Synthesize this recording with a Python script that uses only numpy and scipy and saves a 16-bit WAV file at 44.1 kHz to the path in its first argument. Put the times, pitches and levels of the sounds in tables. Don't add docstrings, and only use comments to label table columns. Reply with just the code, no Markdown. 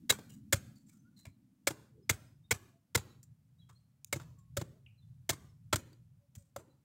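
import sys
import numpy as np
from scipy import signal
from scipy.fft import rfft, irfft, next_fast_len
from scipy.io import wavfile
from scipy.ndimage import uniform_filter1d

SR = 44100
rng = np.random.default_rng(int(sys.argv[2]) if len(sys.argv) > 2 else 0)


def pcm_store(signal):
    levels = np.round(np.clip(np.atleast_2d(signal), -1, 1) * 32767)
    wavfile.write(sys.argv[1], SR, levels.astype(np.int16).T)


N = 301637
TIME = np.arange(N) / SR


def amp(db):
    return 10 ** (np.asarray(db) / 20)


def unit(x):
    return x / np.sqrt(np.mean(x ** 2))


def burst(x, db):
    return x * amp(db) * np.sqrt(0.02 * SR / np.sum(x ** 2))


def add(track, start, x):
    i = max(int(start * SR), 0)
    track[i:i + len(x)] += x[:max(N - i, 0)]


def colour(x, points):
    size = next_fast_len(2 * len(x), True) // 2 * 2
    hz, db = np.transpose(points)
    bin_hz = np.fft.rfftfreq(size, 1 / SR)
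    log_gain = np.log(amp(np.interp(np.log(bin_hz + 1), np.log(hz), db)))
    cepstrum = irfft(log_gain)
    cepstrum[1:size // 2] *= 2
    cepstrum[size // 2 + 1:] = 0
    response = np.exp(rfft(cepstrum))
    return irfft(rfft(x, size) * response)[:len(x)]


def band(x, lo_hz, hi_hz):
    edges = [lo_hz, min(hi_hz, 0.48 * SR)]
    return signal.sosfilt(signal.butter(N=3, Wn=edges, btype="band", fs=SR, output="sos"), x)


def resonate(x, hz, width):
    b, a = signal.iirpeak(min(hz, SR / 2 - 1), hz / width, fs=SR)
    return signal.lfilter(b, a, x)


def waver(rate):
    hold = int(SR / rate)
    steps = np.repeat(rng.standard_normal(N // hold + 1), hold)
    return 1.2 * uniform_filter1d(steps, hold)[:N]


# time in seconds, level in dB.
LOW_NOISE_LEVEL = [(0, -66), (0.35, -58.5), (0.95, -67), (1.2, -62.5), (1.58, -75.5), (1.9, -64),
                   (2.3, -57.5), (2.85, -74), (3.2, -59), (3.46, -66), (3.66, -58), (3.95, -72.5),
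                   (4.3, -56.5), (5.45, -56), (6.05, -65), (6.3, -63.5), (6.84, -71.5)]
# frequency in Hz, gain in dB.
LOW_NOISE_COLOUR = [(20, -34), (40, -22), (65, -7), (90, -1.5), (125, 5.5), (165, -2.5), (230, -21),
                    (400, -53.5)]
# frequency in Hz, gain in dB.
DRONE_COLOUR = [(100, -25.5), (160, -6.5), (205, -1), (255, -4.5), (310, -12), (400, -34.5), (700, -52)]
# frequency in Hz, gain in dB.
AIR_COLOUR = [(200, -6), (500, 2.5), (1000, -2.5), (2000, -6), (4000, -9), (8000, -8.5), (15000, -11)]
DRONE_START_DB, DRONE_FADE_DB_PER_S, DRONE_REST_DB = -55.5, 8.5, -81.5
SWELL_START_S, SWELL_END_S = 1.91, 2.07


def field(low_noise_gain_db=-1, air_db=-86.0, waver_db=3, swell_db=-61):
    low_noise = unit(colour(rng.standard_normal(N), LOW_NOISE_COLOUR))
    drone = unit(colour(rng.standard_normal(N), DRONE_COLOUR))
    air = unit(colour(rng.standard_normal(N), AIR_COLOUR))
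    s, level_db = np.transpose(LOW_NOISE_LEVEL)
    low_noise_db = np.interp(TIME, s, level_db) + low_noise_gain_db + waver_db * waver(14)
    drone_db = np.maximum(DRONE_START_DB - DRONE_FADE_DB_PER_S * TIME, DRONE_REST_DB)
    out = low_noise * amp(low_noise_db) + drone * amp(drone_db) + air * amp(air_db)
    shape = np.hanning(int((SWELL_END_S - SWELL_START_S) * SR))
    swell = shape * band(rng.standard_normal(len(shape)), 320, 460)
    add(out, SWELL_START_S, burst(swell, swell_db))
    return out


def fibres(swell, fade, stall=0.2, grain_db=4.0, rise_power=0.9, stall_fade=0.0011):
    t = TIME[:SR // 4]
    rise = np.minimum(t / swell, 1) ** rise_power
    slowing = np.maximum(t - swell, 0) / fade
    sticking = np.maximum(t - stall, 0) / stall_fade
    force = rise * np.exp(-slowing - sticking)
    strength_db = grain_db * np.minimum(rng.exponential(size=len(t)), 5)
    return force * rng.standard_normal(len(t)) * amp(strength_db)


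def ground_bounce(x, share=0.14):
    lag = int(rng.uniform(0.001, 0.003) * SR)
    bounced = np.pad(x, (lag, 0))[:len(x)]
    return (x + share * bounced) / np.hypot(1, share)


# frequency in Hz, gain in dB.
HUSK_COLOUR = [(150, -6), (300, -1), (450, -1.5), (800, -5), (1000, -2.5), (1600, 1), (2700, -2.5),
               (4000, -1.5), (5600, -1.5), (7300, 3), (8300, 1.5), (9300, -5), (12500, -4.5), (15000, -6)]
# frequency in Hz, width in Hz, gain in dB.
BLADE_MODES = [(1644.4, 170, -10), (2150, 130, -1), (3343, 110, -5), (3790, 280, -9), (5180, 150, -6.5),
               (6160, 66, -3), (7140, 240, 0.5), (8140, 280, -5.5), (15500, 320, -3)]


def crackle(snaps, low_db, mid_db, top_db, blade_share=1):
    husk = colour(snaps, HUSK_COLOUR)
    blade = sum(amp(db) * resonate(husk, hz, width) for hz, width, db in BLADE_MODES)
    x = husk + blade_share * blade
    low = burst(band(x, 200, 1000), low_db)
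    mid = burst(band(x, 1000, 5000), mid_db)
    top = burst(band(x, 5000, 17000), top_db)
    return low + mid + top


def cut(swell, fade, stall, levels, knock_hz, knock_db, knock_fade=0.009, side_knock_db=-9):
    t = TIME[:SR // 4]
    knock_shape = np.minimum(t / swell, 1) ** 2 * np.exp(-t / knock_fade)
    knock = burst(np.sin(2 * np.pi * knock_hz * t) * knock_shape, knock_db)
    front = crackle(ground_bounce(fibres(swell, fade, stall)), *levels) + knock
    sides = crackle(fibres(swell, fade, stall), *levels, blade_share=0) + knock * amp(side_knock_db)
    return front, sides


def ring(snaps, hz, width, db):
    return burst(resonate(resonate(snaps, hz, width), hz, 5 * width), db)


# frequency in Hz, gain in dB.
TREE_COLOUR = [(100, 7.5), (300, 10.5), (600, 3), (1200, 0.5), (2500, -2.5), (5000, -6), (8000, -7.5),
               (15000, -6.5)]


def surroundings(x, near_db=-22, near_t60=0.11, near_delay=0.027,
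                 far_db=-29, far_t60=1.9, far_delay=0.031, edge_s=0.19, edge_fade=0.04):
    t = TIME[:SR // 2]
    near_rise = np.minimum(t / near_delay, 1) ** 2
    near_decay = amp(-60 * np.maximum(t - near_delay, 0) / near_t60)
    near = rng.standard_normal(len(t)) * near_rise * near_decay
    near = colour(near, [(100, 7), (600, 1.5), (2000, 1.5), (5000, -3.5), (7500, 1.0), (10000, -2),
                         (15000, -4.5)])
    far = rng.standard_normal(len(t)) * amp(4.5 * np.minimum(rng.exponential(size=len(t)), 2))
    far *= np.minimum(t / far_delay, 1) ** 2 * amp(-60 * t / far_t60)
    far /= 1 + np.exp((t - edge_s) / edge_fade)
    far = colour(far, TREE_COLOUR)
    response = amp(near_db) * near / np.linalg.norm(near) + amp(far_db) * far / np.linalg.norm(far)
    return signal.fftconvolve(x, response)[:N]


def blur(x, wander_hz=45, hold_s=0.018):
    steps = np.arange(256)
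    shift_hz = wander_hz * np.interp(TIME[:len(x)] / hold_s, steps, rng.standard_normal(len(steps)))
    analytic = signal.hilbert(x, next_fast_len(len(x)))[:len(x)]
    return np.real(analytic * np.exp(2j * np.pi * np.cumsum(shift_hz) / SR))


# start in seconds, swell in seconds, fade in seconds, mid crackle in dB,
# brightness in dB (added to the treble, taken from the low), knock in Hz, knock in dB, ring in Hz,
# ring in dB, thud in dB.
BLOWS = [(0.093, 0.013, 0.0053, -28, 1.5, 496, -51, 3916, -28, -35.5),
         (.5243, 0.0073, 0.0058, -30, 2, 555, -35.5, 1680, -33, -25),
         (1.6693, 0.0043, 0.0074, -32, 0.5, 555, -36, 2282, -37, -43),
         (2.093, 0.0041, 0.0093, -31, 1, 462, -43, 2170, -29.5, -28),
         (2.5079, 0.0047, .01, -32, 1, 464, -43.5, 2198, -30.5, -30.5),
         (2.947, 0.011, .0025, -30, -0.5, 474, -41, 2106, -34, -27),
         (4.1252, 0.0048, .006, -38.5, 1.5, 566, -39.5, 2154, -40, -38),
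         (4.5671, 0.0056, 0.005, -42, 2, 565, -37, 1294, -45.5, -31.5),
         (5.291, 0.0041, 0.009, -33, 1, 663, -41.5, 2290, -51.5, -34),
         (5.7264, .0043, 0.0081, -32, -3, 610, -38.5, 1350, -33.5, -26.5),
         (6.561, 0.002, 0.0055, -55.5, 2.5, 561, -46, 1248, -55, -46.5)]
# start in seconds, mid crackle in dB,
# brightness in dB, knock in Hz, knock in dB, thud in dB.
SLAB_SPLITS = [(0.119, -45.5, -0.5, 413, -46.5, -48.5), (1.704, -52, -2, 323, -46.5, -42),
               (2.972, -48.5, 2, 396, -55, -46), (4.158, -57.5, -2, 330, -46, -36),
               (4.6114, -51.5, -2.5, 338, -49.5, -33.5), (5.329, -55.5, -0.5, 340, -57.5, -42.5),
               (5.756, -42, 4, 297, -55, -61)]
STALL_S = 0.022
FULL_BLOW_DB, FULL_LOW_DB, LOW_GROWTH = -32.5, -37.5, 0.42
SIDE_GROWTH_DB_PER_DB = -0.38
SPLIT_SWELL_S, SPLIT_FADE_S, SPLIT_STALL_S = 0.0045, 0.0055, 0.015
SPLIT_LOW_DB = 1.5


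def chops(ring_width=120):
    out = np.zeros(N)
    for s, swell, fade, db, bright_db, knock_hz, knock_db, ring_hz, ring_db, _ in BLOWS:
        force_db = db - FULL_BLOW_DB
        low_db = FULL_LOW_DB + LOW_GROWTH * force_db - bright_db
        levels = (low_db, db, db + bright_db)
        front, sides = cut(swell, fade, STALL_S, levels, knock_hz, knock_db)
        blade_ring = ring(fibres(swell, fade / 2, STALL_S), ring_hz, ring_width, ring_db)
        add(out, s, front + blade_ring)
        add(out, s, blur(surroundings(sides)) * amp(SIDE_GROWTH_DB_PER_DB * force_db))
    for s, db, bright_db, knock_hz, knock_db, _ in SLAB_SPLITS:
        levels = (db + SPLIT_LOW_DB - bright_db, db, db + bright_db)
        front, sides = cut(SPLIT_SWELL_S, SPLIT_FADE_S, SPLIT_STALL_S, levels, knock_hz, knock_db)
        add(out, s, front)
        add(out, s, surroundings(sides))
    return out


def low_noise_swells(swell_db=-58, rise_s=0.058, fade_s=0.13, lo_hz=100, hi_hz=270):
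    out, t = np.zeros(N), TIME[:SR // 2]
    shape = np.minimum(t / rise_s, 1) * np.exp(-t / fade_s)
    for s, _, _, db, *_ in BLOWS:
        swell = band(rng.standard_normal(len(t)), lo_hz, hi_hz) * shape
        add(out, s, burst(swell, swell_db + LOW_GROWTH * (db - FULL_BLOW_DB)))
    return out


# time of the deepest push in seconds, thud in dB.
NUT_SET_DOWNS = [(1.278, -42.5), (6.379, -41.5)]
THUD_LAG_S, THUD_HZ = 0.0205, 105.6
SPLIT_THUD_LAG_S, SPLIT_THUD_HZ = 0.0105, 130


def thuds(half_width=0.0078, rock_hz=205, rock_db=-13):
    pushes = [(s + THUD_LAG_S, db, THUD_HZ) for s, *_, db in BLOWS]
    pushes += [(s + SPLIT_THUD_LAG_S, db, SPLIT_THUD_HZ) for s, *_, db in SLAB_SPLITS]
    pushes += [(s, db, THUD_HZ) for s, db in NUT_SET_DOWNS]
    out, lead = np.zeros(N), 0.04
    t = TIME[:int(2 * lead * SR)] - lead
    rock = amp(rock_db) * np.sin(2 * np.pi * rock_hz * t)
    for s, db, hz in pushes:
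        bob = np.cos(2 * np.pi * hz * t)
        add(out, s - lead, amp(db) * (bob + rock) * np.exp(-(t / half_width) ** 2))
    return out


def crumbs(count=8, below_db=-43, spread_db=3, first_s=0.031, last_s=0.054, fall_db_per_s=60):
    out = np.zeros(N)
    for s, _, _, db, *_ in BLOWS:
        flights = first_s + (last_s - first_s) * rng.random(count)
        sizes = rng.standard_normal(count)
        for flight, size in zip(flights, sizes):
            tick_db = db + below_db + spread_db * size - fall_db_per_s * (flight - first_s)
            tick = band(fibres(0.00052, 0.0009), 1200, 11980)
            add(out, s + flight, burst(tick, tick_db))
    return out


def touch(swell, fade, levels, ring_hz, ring_db, ring_width, catch_db, bounce, catch_s=0.012):
    snaps = ground_bounce(fibres(swell, fade, grain_db=8.0), share=bounce)
    drift = np.interp(TIME[:len(snaps)] / catch_s, np.arange(256), rng.standard_normal(size=256))
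    catches = amp(catch_db * drift)
    return crackle(snaps * catches, *levels) + ring(fibres(swell, fade), ring_hz, ring_width, ring_db)


# start in seconds, fade in seconds, mid level in dB,
# brightness in dB (added to the treble, taken from the low), ring in Hz, ring in dB.
LIGHT_TAPS = [(0.186, 0.0093, -63, -0.5, 463, -54.5), (1.251, 0.014, -62, -0.5, 2220, -63),
              (3.228, 0.0087, -79.5, 16, 7350, -68), (3.689, 0.018, -71.5, 1, 1134, -65.5),
              (4.0456, 0.0007, -75, 23.5, 2520, -69.5), (4.195, 0.016, -61.5, -2.5, 1346, -59),
              (5.93, 0.0041, -80, 3, 4610, -74), (6.3511, 0.0078, -67.5, 8, 2130, -75)]
# start in seconds, fade in seconds, treble level in dB, ring in Hz,
# ring in dB.
HAND_SCUFFS = [(.292, 0.027, -60.5, 2910, -68), (0.754, 0.036, -72, 4500, -73),
               (.863, 0.019, -73.5, 7450, -76), (0.888, .018, -68.5, 2300, -79),
               (.921, 0.033, -71, 1376, -79), (1.162, 0.056, -66, 4070, -64.5),
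               (3.72, 0.064, -81.5, 8600, -82.5), (4.38, 0.022, -78, 7300, -76.5),
               (6.372, 0.046, -69.5, 8190, -74)]
TAP_SWELL_SHARE = 0.26
SCUFF_SWELL_S = 0.007
SCUFF_LOW_DB, SCUFF_MID_DB = -20, -10


def touches():
    out = np.zeros(N)
    for s, fade, db, bright_db, ring_hz, ring_db in LIGHT_TAPS:
        levels = (db - bright_db, db, db + bright_db)
        add(out, s, touch(TAP_SWELL_SHARE * fade, fade, levels, ring_hz, ring_db,
                          ring_width=260, catch_db=4.5, bounce=0.38))
    for s, fade, db, ring_hz, ring_db in HAND_SCUFFS:
        levels = (db + SCUFF_LOW_DB, db + SCUFF_MID_DB, db)
        add(out, s, touch(SCUFF_SWELL_S, fade, levels, ring_hz, ring_db,
                          ring_width=120, catch_db=4, bounce=0.9))
    return out


# start in seconds, start pitch in Hz, end pitch in Hz,
# rms level in dB at the note's crest, before its echo.
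BIRD_NOTES = [(0.981, 5900, 6450, -78.5), (1.035, 1334, 1533, -75), (2.019, 5100, 5150, -80.5),
              (2.26, 5110, 5030, -76), (2.431, 3620, 3730, -75.5), (2.71, 660, 682.5, -77.5),
              (3.09, 4230, 3696, -72), (3.58, 3690, 4090, -73), (3.603, 3450, 3150, -72),
              (3.745, 4060, 4380, -73), (3.772, 4570, 4600, -87), (4.36, 1137, 1070, -73.5),
              (4.971, 4220, 3870, -76.5), (5.01, 3700, 3445, -80), (5.48, 5450, 5250, -79.5),
              (6.18, 577, 563, -80.5), (6.35, 608, 530, -77), (6.69, 3950, 4080, -81.5)]
NOTE_S, NOTE_HZ, NOTE_STRETCH = 0.042, 4000, 0.48


def birds(echo_db=-6, echo_t60=0.46):
    out = np.zeros(N)
    for s, start_hz, end_hz, db in BIRD_NOTES:
        length = NOTE_S * (NOTE_HZ / start_hz) ** NOTE_STRETCH
        hz = np.linspace(start_hz, end_hz, int(length * SR))
        whistle = np.sqrt(2) * np.sin(2 * np.pi * np.cumsum(hz) / SR)
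        add(out, s, amp(db) * np.hanning(len(hz)) * whistle)
    echo = rng.standard_normal(SR // 2) * amp(-60 * TIME[:SR // 2] / echo_t60)
    smear = signal.fftconvolve(out, echo / np.linalg.norm(echo))[:N]
    return out + amp(echo_db) * smear


FAR_CLACK_S = 4.862


def far_clack(click_db=-65, echo_db=-3, echo_t60=0.29, lo_hz=2350, hi_hz=2900):
    out, t = np.zeros(N), TIME[:SR // 4]
    click = burst(band(fibres(0.002, 0.0031), lo_hz, hi_hz), click_db)
    tail = band(rng.standard_normal(len(t)), lo_hz, hi_hz) * amp(-60 * t / echo_t60)
    echo = burst(tail, click_db + echo_db)
    add(out, FAR_CLACK_S, click + echo)
    return out


def scene():
    handling = touches() + thuds() + crumbs()
    work = chops() + handling + surroundings(handling)
    distance = far_clack() + birds() + field() + low_noise_swells()
    return (work + distance)[None]


TOP_HZ = 15700


def record(dry):
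    return signal.sosfilt(signal.ellip(8, 0.2, 70, TOP_HZ, fs=SR, output="sos"), dry)


dry = scene()
out = record(dry)
pcm_store(out)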